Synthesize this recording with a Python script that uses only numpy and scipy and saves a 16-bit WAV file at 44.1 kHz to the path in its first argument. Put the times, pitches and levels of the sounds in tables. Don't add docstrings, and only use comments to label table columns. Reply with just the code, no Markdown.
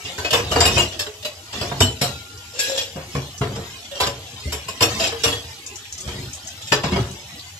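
import sys
import numpy as np
from scipy import signal
from scipy.fft import rfft, irfft, next_fast_len
from scipy.io import wavfile
from scipy.ndimage import uniform_filter1d

SR = 44100
rng = np.random.default_rng(int(sys.argv[2]) if len(sys.argv) > 2 else 0)


def int16_out(signal):
    q = np.round(np.clip(np.atleast_2d(signal).T, -1, 1) * 32767)
    wavfile.write(sys.argv[1], SR, q.astype(np.int16))


N = 334752


def gain_of(db):
    return 10 ** (np.asarray(db) / 20)


def evened(x):
    return x / np.sqrt(np.mean(x ** 2) + 1e-20)


def read(points, hz):
    table_hz, value = np.transpose(points)
    return np.interp(np.log(hz + 1), np.log(table_hz + 1), value)


def add(mix, start_s, sound):
    part = mix[round(start_s * SR):][:len(sound)]
    part += sound[:len(part)]


def colour(x, points):
    size = next_fast_len(x.shape[-1])
    gain = gain_of(read(points, np.fft.rfftfreq(size, 1 / SR)))
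    return irfft(rfft(x, size) * gain, size)[..., :x.shape[-1]]


def ring(modes, count=66000):
    t = np.arange(count) / SR
    return sum(gain_of(db - 60 * t / t60) * np.sin(2 * np.pi * hz * t) for hz, db, t60 in modes)


def damped(modes, factor):
    return [(hz, db, factor * t60) for hz, db, t60 in modes]


def ramp(count, rise_s):
    return np.minimum(np.arange(count) / SR / rise_s, 1)


def resonate(x, hz, width):
    turn = np.exp(2j * np.pi * np.cumsum(hz) / SR)
    r = np.exp(-np.pi * width / SR)
    return 2 * (turn * signal.lfilter([1 - r], [1, -r], x / turn)).real


def grit(per_s, spread_db):
    size = gain_of(spread_db * np.minimum(rng.exponential(1, N), 4))
    size = size * rng.choice([-1., 1.], N)
    return evened(size * (rng.random(N) < per_s / SR))


def wander(shape, size):
    field = uniform_filter1d(rng.standard_normal(shape), size[0], axis=0)
    field = uniform_filter1d(field, size[1], axis=1)
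    return evened(uniform_filter1d(field, size[1], axis=1))


def streak(x, spread_db, size=(1, 8)):
    z = signal.stft(x, nperseg=1024, noverlap=768)[2]
    z = z * gain_of(spread_db * np.clip(wander(z.shape, size), -3, 1.8))
    return evened(signal.istft(z, nperseg=1024, noverlap=768)[1][:N])


# start in seconds, crash level in dB, sizzle level in dB,
# body level in dB, fade time of the crash in seconds (the time to drop by 60 dB), clink pitch in Hz,
# clink level in dB, pitch of the hollow air in Hz, its level in dB, piece struck, piece it meets, ring level in dB.
KNOCKS = [(.0478, -32.5, -59, -41, 0.29, 3680, -40, 656, -42, "pan", "pot", -52),
          (.179, -32, -44, -31.5, 0.43, 1537, -33, 416, -32, "pot", "cup", -54),
          (0.2455, -28, -48, -25.5, 0.18, 2553, -22, 426, -53, "bowl", "pot", -49),
          (.3057, -21, -32, -41, 0.14, 4170, -32, 622, -24, "pan", "bowl", -49),
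          (0.3296, -17, -30, -16.5, 0.28, 2630, -33, 473.5, -13.5, "cup", "pot", -38),
          (.5152, -26.5, -35, -23, 0.18, 2985, -22, 643, -22, "cup", "pot", -36.5),
          (.5581, -35, -52, -12.5, 0.13, 4600, -20, 476, -11, "cup", "bowl", -37),
          (0.605, -19.5, -36, -15.5, 0.21, 4870, -14.5, 523, -40, "bowl", "pot", -25),
          (0.6541, -19, -25.5, -18.5, 0.18, 2510, -19, 437, -42, "bowl", "cup", -23),
          (.768, -44, -47, -17, 0.13, 2530, -16, 466, -29, "bowl", "pot", -41),
          (0.7805, -42, -31, -27.5, 0.22, 2815, -13.5, 353, -17, "bowl", "cup", -22.5),
          (.9213, -36, -59, -43, 0.27, 3330, -35, 640, -39, "pan", "cup", -47),
          (0.9929, -21, -32, -31.5, .18, 4350, -29, 591, -29, "pot", "pan", -44.5),
          (1.0652, -41, -55, -32, 0.074, 3890, -29, 424, -27, "cup", "pan", -48),
          (1.2276, -32, -45, -50, 0.087, 3630, -30, 600, -34, "pan", "cup", -49),
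          (1.2486, -27.5, -36, -33.5, 0.16, 3930, -27.5, 608, -22, "cup", "bowl", -43.5),
          (1.528, -32, -56, -34.5, 0.52, 3340, -41, 472, -46, "cup", "pan", -47),
          (1.6117, -30.5, -44, -25, 0.18, 4840, -25, 668, -40, "cup", "pan", -43),
          (1.7134, -48, -59, -25, 0.13, 1524, -45, 396, -36, "bowl", "pan", -55),
          (1.8054, -10.5, -21, -7.5, 0.055, 7760, -17, 645, -36, "pot", "bowl", -33.5),
          (1.8195, -31, -29, -46, 0.17, 3015, -8, 246.7, -16.5, "cup", "pot", -29.5),
          (2.0134, -20, -25.5, -21.5, 0.21, 5465, -21.5, 711, -22.5, "bowl", "pan", -30),
          (2.592, -23.5, -33, -41, 0.56, 1656, -28.5, 410, -39, "pot", "pan", -39),
          (2.7763, -25, -42, -55, 0.28, 3300, -26.5, 516, -34, "pan", "cup", -38),
          (2.9594, -55, -59, -34, 0.34, 2700, -49, 526, -28, "bowl", "cup", -57),
          (3.1494, -34, -46, -24.5, 0.18, 2340, -36, 478, -27.5, "pan", "cup", -50),
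          (3.4121, -34.5, -48, -24, 0.28, 1794, -39, 404, -22.5, "pan", "cup", -52),
          (3.5588, -46, -60, -34.5, 0.35, 5540, -50, 458, -30.5, "pot", "cup", -54.5),
          (3.914, -46, -54, -46, 0.14, 3650, -36, 570, -29.5, "pan", "cup", -46),
          (3.9513, -39, -56, -41.5, 1, 3160, -38.5, 540, -40, "cup", "pan", -53),
          (4.0014, -20, -32, -19, 0.25, 1001, -17, 519, -21, "pan", "bowl", -34),
          (4.0679, -24, -36, -27, 0.075, 3680, -21, 560, -27, "cup", "pot", -42),
          (4.5224, -26, -33, -26, .18, 2650, -41, 427, -31, "bowl", "pot", -40.5),
          (4.6841, -28, -39, -31.5, 0.13, 1057, -24, 653, -44, "bowl", "cup", -37.5),
          (4.8066, -20.5, -29, -17.5, 0.22, 2820, -24, 1014, -19, "bowl", "cup", -30),
          (4.822, -17, -24, -28.5, 0.14, 5572, -10.5, 476, -19, "cup", "bowl", -37),
          (4.9965, -24, -34.5, -27, 0.28, 2760, -29.5, 659, -17.5, "pot", "cup", -47),
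          (5.0397, -23.5, -39, -40, 0.15, 5170, -20, 738, -31, "cup", "pan", -39),
          (5.1194, -50, -61, -29.5, 0.15, 3070, -31, 460, -21, "cup", "bowl", -54),
          (5.2369, -18.5, -27.5, -20.5, 0.3, 3365, -19, 461.6, -16, "pot", "pan", -34),
          (5.3254, -37, -66, -59, 0.18, 3365, -20, 479, -24.5, "pan", "cup", -37),
          (6.0739, -37.5, -53, -36, 0.5, 3030, -42, 468, -37, "pan", "pot", -51),
          (6.6179, -41, -51, -59, 0.2, 3470, -39, 736, -60, "pot", "pan", -55.5),
          (6.6728, -38, -49, -62, 0.5, 3190, -42, 543, -57, "pot", "bowl", -54),
          (6.7197, -12, -30, -10, 0.13, 1770, -14.5, 424, -17, "pan", "cup", -42),
          (6.835, -26, -55, -21.5, 0.23, 2260, -31, 453, -22.5, "bowl", "cup", -40),
          (6.919, -34.5, -57, -28.5, 0.39, 2184, -36, 362, -25, "bowl", "pan", -40),
          (6.959, -41, -50, -26.5, 0.21, 3310, -34.5, 396, -19, "cup", "bowl", -49)]
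# pitch in Hz, level in dB, fade time in seconds.
BOWL = [(1400, -35, 0.34), (2230, -13, 0.36), (2535, -4.5, 0.37), (2850, -5.5, 0.49), (4100, -6, 0.089),
        (4840, -2.5, 0.22), (6200, -40, .4), (6498, -40, .5), (7111, -37, .5), (7150, -2, 0.2),
        (7640, -7, 0.24), (8414, -38, 0.46)]
CUP = [(242.2, -5.5, 0.2), (650, -5, 0.79), (970, -32, .15), (2848, 7.5, 0.18), (3065, 10, 0.075),
       (3700, -44, 0.39), (4280, -22, 0.53), (4770, 7.5, 0.081), (5650, -20, .15), (7600, 2, 0.13),
       (7704, -17, .3), (8274, -33, 0.27)]
POT = [(885, 0, 0.16), (1750, -4, 0.23), (2497, -3, 0.062), (2630, -19, 0.16), (3680, -2, 0.18),
       (3670, 3.5, 0.18), (4440, -11, 0.12), (5230, 14.5, 0.037), (5520, 11, 0.1), (5766, 10, 0.12),
       (6954, 11, 0.11), (7600, 2, 0.29), (7450, 9, 0.22), (7800, -6.5, 0.11)]
PAN = [(464, -11.5, 0.98), (1040, -22, .26), (1845, -5.5, 0.29), (2680, -33, 0.24), (3350, 6, 0.23),
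       (4010, -0.5, 0.25), (5070, -25, .18), (5270, -30, 0.18), (6708, -13, .2), (7320, -7, 0.059),
       (7660, -16, .18), (9100, -4, .14)]
# frequency in Hz, level in dB per Hz.
CRASH = [(710, -37), (1200, -27), (1600, -8), (1760, -6.5), (2180, -13), (2680, 0.5), (4490, -4.5),
         (5370, -2.5), (6230, -10), (7400, -9.5), (8500, -32.5), (11000, -49), (18700, -120)]
SIZZLE = [(4710, -34), (8000, 6), (8710, -8.5), (11400, 3.5), (13100, 0.5), (13500, -25)]
BODY = [(120, -15), (200, -29), (306, -19), (458, -10), (890, -17), (980, -16.5), (2000, -24),
        (2600, -26.5), (4400, -120)]
KNOCK_RISE_S, HOLLOW_T60_S = 0.003, 0.23
MET_DB = -9.5


def knocks():
    steel = streak(rng.standard_normal(N), 7.9, size=(2, 12))
    dull = streak(rng.standard_normal(N), 4.)
    crash, sizzle = evened(colour(steel, CRASH)), evened(colour(steel, SIZZLE))
    body = evened(colour(dull, BODY))
    pieces = {"bowl": BOWL, "cup": CUP, "pot": POT, "pan": PAN}
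    out = np.zeros(N)
    taps = {name: np.zeros(N) for name in pieces}
    t = np.arange(SR // 2) / SR
    grow = 1 - np.exp(-t / KNOCK_RISE_S)
    chance = rng.random((len(KNOCKS), 2, 5))
    for row, (when, sign) in zip(KNOCKS, chance):
        s, crash_db, sizzle_db, body_db, t60, clink_hz, clink_db, hollow_hz, hollow_db, struck, met, ring_db = row
        at = round(s * SR)
        span = slice(at, at + len(t))
        fall_db = -60 * t / max(t60, .02)
        bright = gain_of(crash_db) * crash[span] + gain_of(sizzle_db) * sizzle[span]
        sound = grow * gain_of(fall_db) * bright
        sound += ramp(len(t), 0.0045) * gain_of(body_db + 0.87 * fall_db) * body[span]
        sound += grow * ring([(clink_hz, clink_db, 0.92 * t60)], count=len(t))
        sound += ramp(len(t), 0.012) * ring([(hollow_hz, hollow_db, HOLLOW_T60_S)], count=len(t))
        add(out, s, sound)
        contact = s + when * .01 * np.arange(5) / 4
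        sizes = np.where(sign < .5, -1, 1) * 0.66 ** np.arange(5)
        for moment, size in zip(contact, sizes):
            taps[struck][round(moment * SR)] += size * gain_of(ring_db)
            taps[met][round(moment * SR)] += size * gain_of(ring_db + MET_DB)
    for name, modes in pieces.items():
        out += signal.oaconvolve(taps[name], ring(modes))[:N]
    return out


# pitch in Hz, level in dB, fade time in seconds.
LID = [(1401, -9.5, 4.6), (1380, -1, 0.99), (3892, 10.5, 0.52)]
# start in seconds, level in dB.
LID_TAPS = [(1.83, -49), (2.029, -39.5)]
LID_HELD_S = 2.58


def lid_taps():
    out = np.zeros(N)
    for s, db in LID_TAPS:
        lid = ring(LID, count=round((LID_HELD_S - s) * SR))
        stop = ramp(len(lid), .03)[::-1]
        add(out, s, gain_of(db) * lid * stop * ramp(len(lid), 0.027))
    return out


# start in seconds, level in dB, main pitch in Hz.
THUDS = [(.044, -35, 88.9), (0.182, -28.5, 82.5), (0.322, -23, 117), (.549, -20, 77), (0.599, -16, 81),
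         (0.654, -17, 82), (0.762, -19.5, 107), (1.611, -23.5, 114), (1.718, -20.5, 131),
         (1.805, -11.5, 95), (2.014, -16, 131), (2.02, -25, 251.5), (2.956, -23.5, 156.6),
         (3.149, -14.5, 134), (3.409, -12, 124), (3.569, -31, 194), (4.002, -42, 118), (4.068, -24.5, 119),
         (4.333, -32, 109.7), (4.456, -18.5, 73.4), (4.811, -17.5, 107.4), (4.82, -19.5, 323),
         (4.992, -33, 185), (5.116, -34, 85), (5.258, -18.5, 107), (5.27, -24, 285), (5.446, -33, 85.5),
         (6.062, -25.5, 65), (6.187, -22, 125.6), (6.716, -18, 134), (6.841, -15, 157), (6.92, -13, 183),
         (6.959, -12.5, 122)]
# pitch in Hz, level in dB, fade time in seconds.
COUNTER = [(76.5, -2.5, 0.23), (119.6, 3.5, 0.17), (193.2, -6.5, 0.21), (264.3, -8, 0.2), (352, -7.5, 0.33)]
THUD_RING_CYCLES = 18
COUNTER_DB = -8


def thuds():
    out, blows = np.zeros(N), np.zeros(N)
    push = signal.windows.hann(120)
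    for s, db, hz in THUDS:
        own = ring([(hz, db, max(THUD_RING_CYCLES / hz, .17))], count=30000)
        add(out, s, own * ramp(len(own), 0.0056))
        add(blows, s, gain_of(db + COUNTER_DB) * push / push.sum())
    return out + signal.oaconvolve(blows, ring(COUNTER))[:N]


# start in seconds, length in seconds, level in dB,
# pitch of the hollow air at the start in Hz, at the end in Hz, level of the hollow air in dB.
SCRAPES = [(2.528, 0.305, -32.5, 492, 535, -30.5), (3.9, .08, -50, 570, 590, -41),
           (4.975, 0.106, -28, 660, 500, -35.5)]
SCRAPE_RISE_S, SCRAPE_FALL_DB_PER_S = 0.055, 500


def scrapes():
    slips, out = grit(900, 6.8), np.zeros(N)
    steel = evened(signal.oaconvolve(slips, ring(damped(POT + PAN, .5)))[:N])
    hiss = evened(colour(streak(grit(5400, 3.7), 4.7), CRASH))
    steel = evened(steel + 0.88 * hiss)
    slow = uniform_filter1d(rng.standard_normal(N), size=1500)
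    rocking = 1 + 0.026 * evened(uniform_filter1d(slow, size=1500))
    t = np.arange(SR // 2) / SR
    for s, length, db, first_hz, last_hz, hollow_db in SCRAPES:
        fall_db = -SCRAPE_FALL_DB_PER_S * np.maximum(t - length, 0)
        shape = ramp(len(t), SCRAPE_RISE_S) * gain_of(fall_db)
        part = slice(round(s * SR), round(s * SR) + len(t))
        hollow_hz = np.interp(t, (0, length), (first_hz, last_hz)) * rocking[part]
        hollow = evened(resonate(slips[part], hollow_hz, 17.0))
        add(out, s, shape * (gain_of(db) * steel[part] + gain_of(hollow_db) * hollow))
    return out


# start in seconds, level in dB, pitch in Hz.
TICKS = [(2.374, -41, 5370), (2.4394, -46, 2430), (3.3778, -36, 6200), (3.852, -40.5, 3340),
         (4.2627, -40.5, 3560), (5.663, -30.5, 6600), (5.7563, -33.5, 6500), (5.8522, -41.5, 2550),
         (5.9245, -31.5, 6260), (5.9778, -33, 6200), (6.003, -31, 6700), (6.331, -32, 6640),
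         (6.3484, -35, 6900), (6.449, -45, 7140), (6.472, -31.5, 6360), (7.049, -47, 3750),
         (7.112, -38.5, 7000), (7.293, -44, 2370), (7.394, -37, 3960)]
TICK_T60_S = 0.13


def ticks():
    out, t = np.zeros(N), np.arange(SR // 4) / SR
    noise = rng.standard_normal((len(TICKS), len(t)))
    for (s, db, hz), row in zip(TICKS, noise):
        pitch = np.full(len(t), hz)
        puff = resonate(row, pitch, 0.33 * hz)
        puff = evened(resonate(puff, pitch, 0.33 * hz))
        add(out, s, gain_of(db - 60 * t / TICK_T60_S) * puff * ramp(len(t), 0.0018))
    return out


# time in seconds, drag level in dB.
HANDS = [(0.0, -42.5), (1.0, -48), (1.27, -47.5), (1.54, -48), (2.3, -49), (2.85, -46), (3.15, -47),
         (3.74, -40), (4.1, -55.5), (4.35, -42.5), (5.47, -41.5), (5.9, -46.5), (6.09, -44), (7.38, -43),
         (7.59, -49)]
# time in seconds when the shove reaches its full level, hold in seconds,
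# level of steel dragged on steel in dB, rumble level of the counter in dB.
SHOVES = [(0.107, 0.022, -39.5, -57), (0.41, 0.11, -51, -28), (0.543, 0.14, -32, -41),
          (0.754, 0.056, -25.5, -25), (1.585, 0.11, -38, -34.5), (1.828, 0.02, -31, -25),
          (2.07, 0.025, -36.5, -42), (3.146, 0.033, -42, -32.5), (3.536, 0.051, -63, -28.5),
          (4.452, 0.049, -42.5, -60), (4.918, 0.16, -32.5, -37.5), (5.22, 0.1, -42, -46),
          (6.074, .16, -47.5, -33), (6.915, 0.099, -48, -20)]
# frequency in Hz, level in dB per Hz.
DRAG = [(240, -2.5), (400, -2), (587, -4), (799, -5), (1620, -11.5), (1820, -7.5), (3430, -4.5), (4470, -7),
        (4820, -5.5), (7490, -12.5), (9760, -24.5), (12500, -19), (13500, -23)]
SHOVE_RISE_DB_PER_S, SHOVE_FALL_DB_PER_S = 217, 158


def hands():
    t = np.arange(N) / SR
    sliding = gain_of(np.interp(t, *np.transpose(HANDS)))
    weight = np.zeros(N)
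    for s, hold, drag_db, rumble_db in SHOVES:
        rise_db = -SHOVE_RISE_DB_PER_S * np.maximum(s - t, 0)
        fall_db = -SHOVE_FALL_DB_PER_S * np.maximum(t - s - hold, 0)
        shape = gain_of(rise_db + fall_db)
        sliding = sliding + gain_of(drag_db) * shape
        weight = weight + gain_of(rumble_db) * shape
    drag = evened(colour(streak(grit(6000, 1.5), 9.6, size=(2, 8)), DRAG))
    rumble = evened(signal.oaconvolve(grit(150, 3.0), ring(damped(COUNTER, 0.4)))[:N])
    return drag * sliding + rumble * weight


# frequency in Hz, fade time in seconds.
TILES = [(200, 0.5), (1000, 0.28), (4000, 0.24), (12000, 0.065)]
ROOM_DB = -10.5


def echoes():
    taps = np.zeros(SR // 2)
    at = np.arange(100, len(taps) - 20, 20)
    taps[at + rng.integers(0, 20, len(at))] = rng.choice([-1., 1.], len(at))
    hz, t, z = signal.stft(taps, SR, nperseg=128)
    fade = gain_of(-60 * t / read(TILES, hz)[:, None])
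    tail = signal.istft(z * fade, SR, nperseg=128)[1]
    return tail / np.linalg.norm(tail)


# frequency in Hz, level in dB per Hz.
AIR = [(15, -44), (25, -24), (91, 7.5), (175, -18), (418, -20), (708, -42), (807, -13), (897, -21.5),
       (2200, -20.5), (3090, -11.5), (4590, -18.5), (7370, -15), (9590, -30), (11800, -20.5), (13500, -33)]
AIR_DB = -44
# pitch in Hz, rms level in dB.
FRIDGE = [(100, -59), (803, -61.5)]


def kitchen():
    white = rng.standard_normal(N)
    hum = sum(gain_of(db) * evened(resonate(white, np.full(N, hz), 9.8)) for hz, db in FRIDGE)
    air = evened(colour(streak(rng.standard_normal(N), 4.5, size=(3, 8)), AIR))
    return gain_of(AIR_DB) * air + hum


# frequency in Hz, dB of the turned difference over the sum.
APART = [(60, -35), (150, -22.5), (370, -10), (910, -1.5), (2250, 2.5), (5570, 1.5), (13800, 2.5)]


def ports(x):
    z = signal.stft(x, nperseg=256)[2]
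    turn = 2.44 * wander(z.shape, size=(3, 9))
    turned = signal.istft(z * np.exp(1j * turn), nperseg=256)[1][:N]
    apart = colour(turned, APART) + 0.039 * x
    return np.array([x + apart, x - apart])


def scene():
    near = knocks() + lid_taps() + ticks() + thuds() + scrapes()
    room = gain_of(ROOM_DB) * signal.oaconvolve(near, echoes())[:N]
    return ports(near + room + hands() + kitchen())


BASS_END_HZ, POLES = 61, 4
TREBLE_END_HZ, EDGE_HZ = 13040, 14390


def record(dry):
    bass_cut = signal.butter(POLES, BASS_END_HZ, "high", fs=SR, output="sos")
    soft = 1.091 * np.tanh(signal.sosfilt(bass_cut, dry) / 1.055)
    treble_end = signal.firwin(101, TREBLE_END_HZ, window=("kaiser", 4), fs=SR)
    soft = signal.oaconvolve(soft, treble_end[None], "same")
    band_limit = signal.firwin(511, EDGE_HZ, window=("kaiser", 9), fs=SR)
    return signal.oaconvolve(soft, band_limit[None], "same")


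dry = scene()
out = record(dry)
int16_out(out)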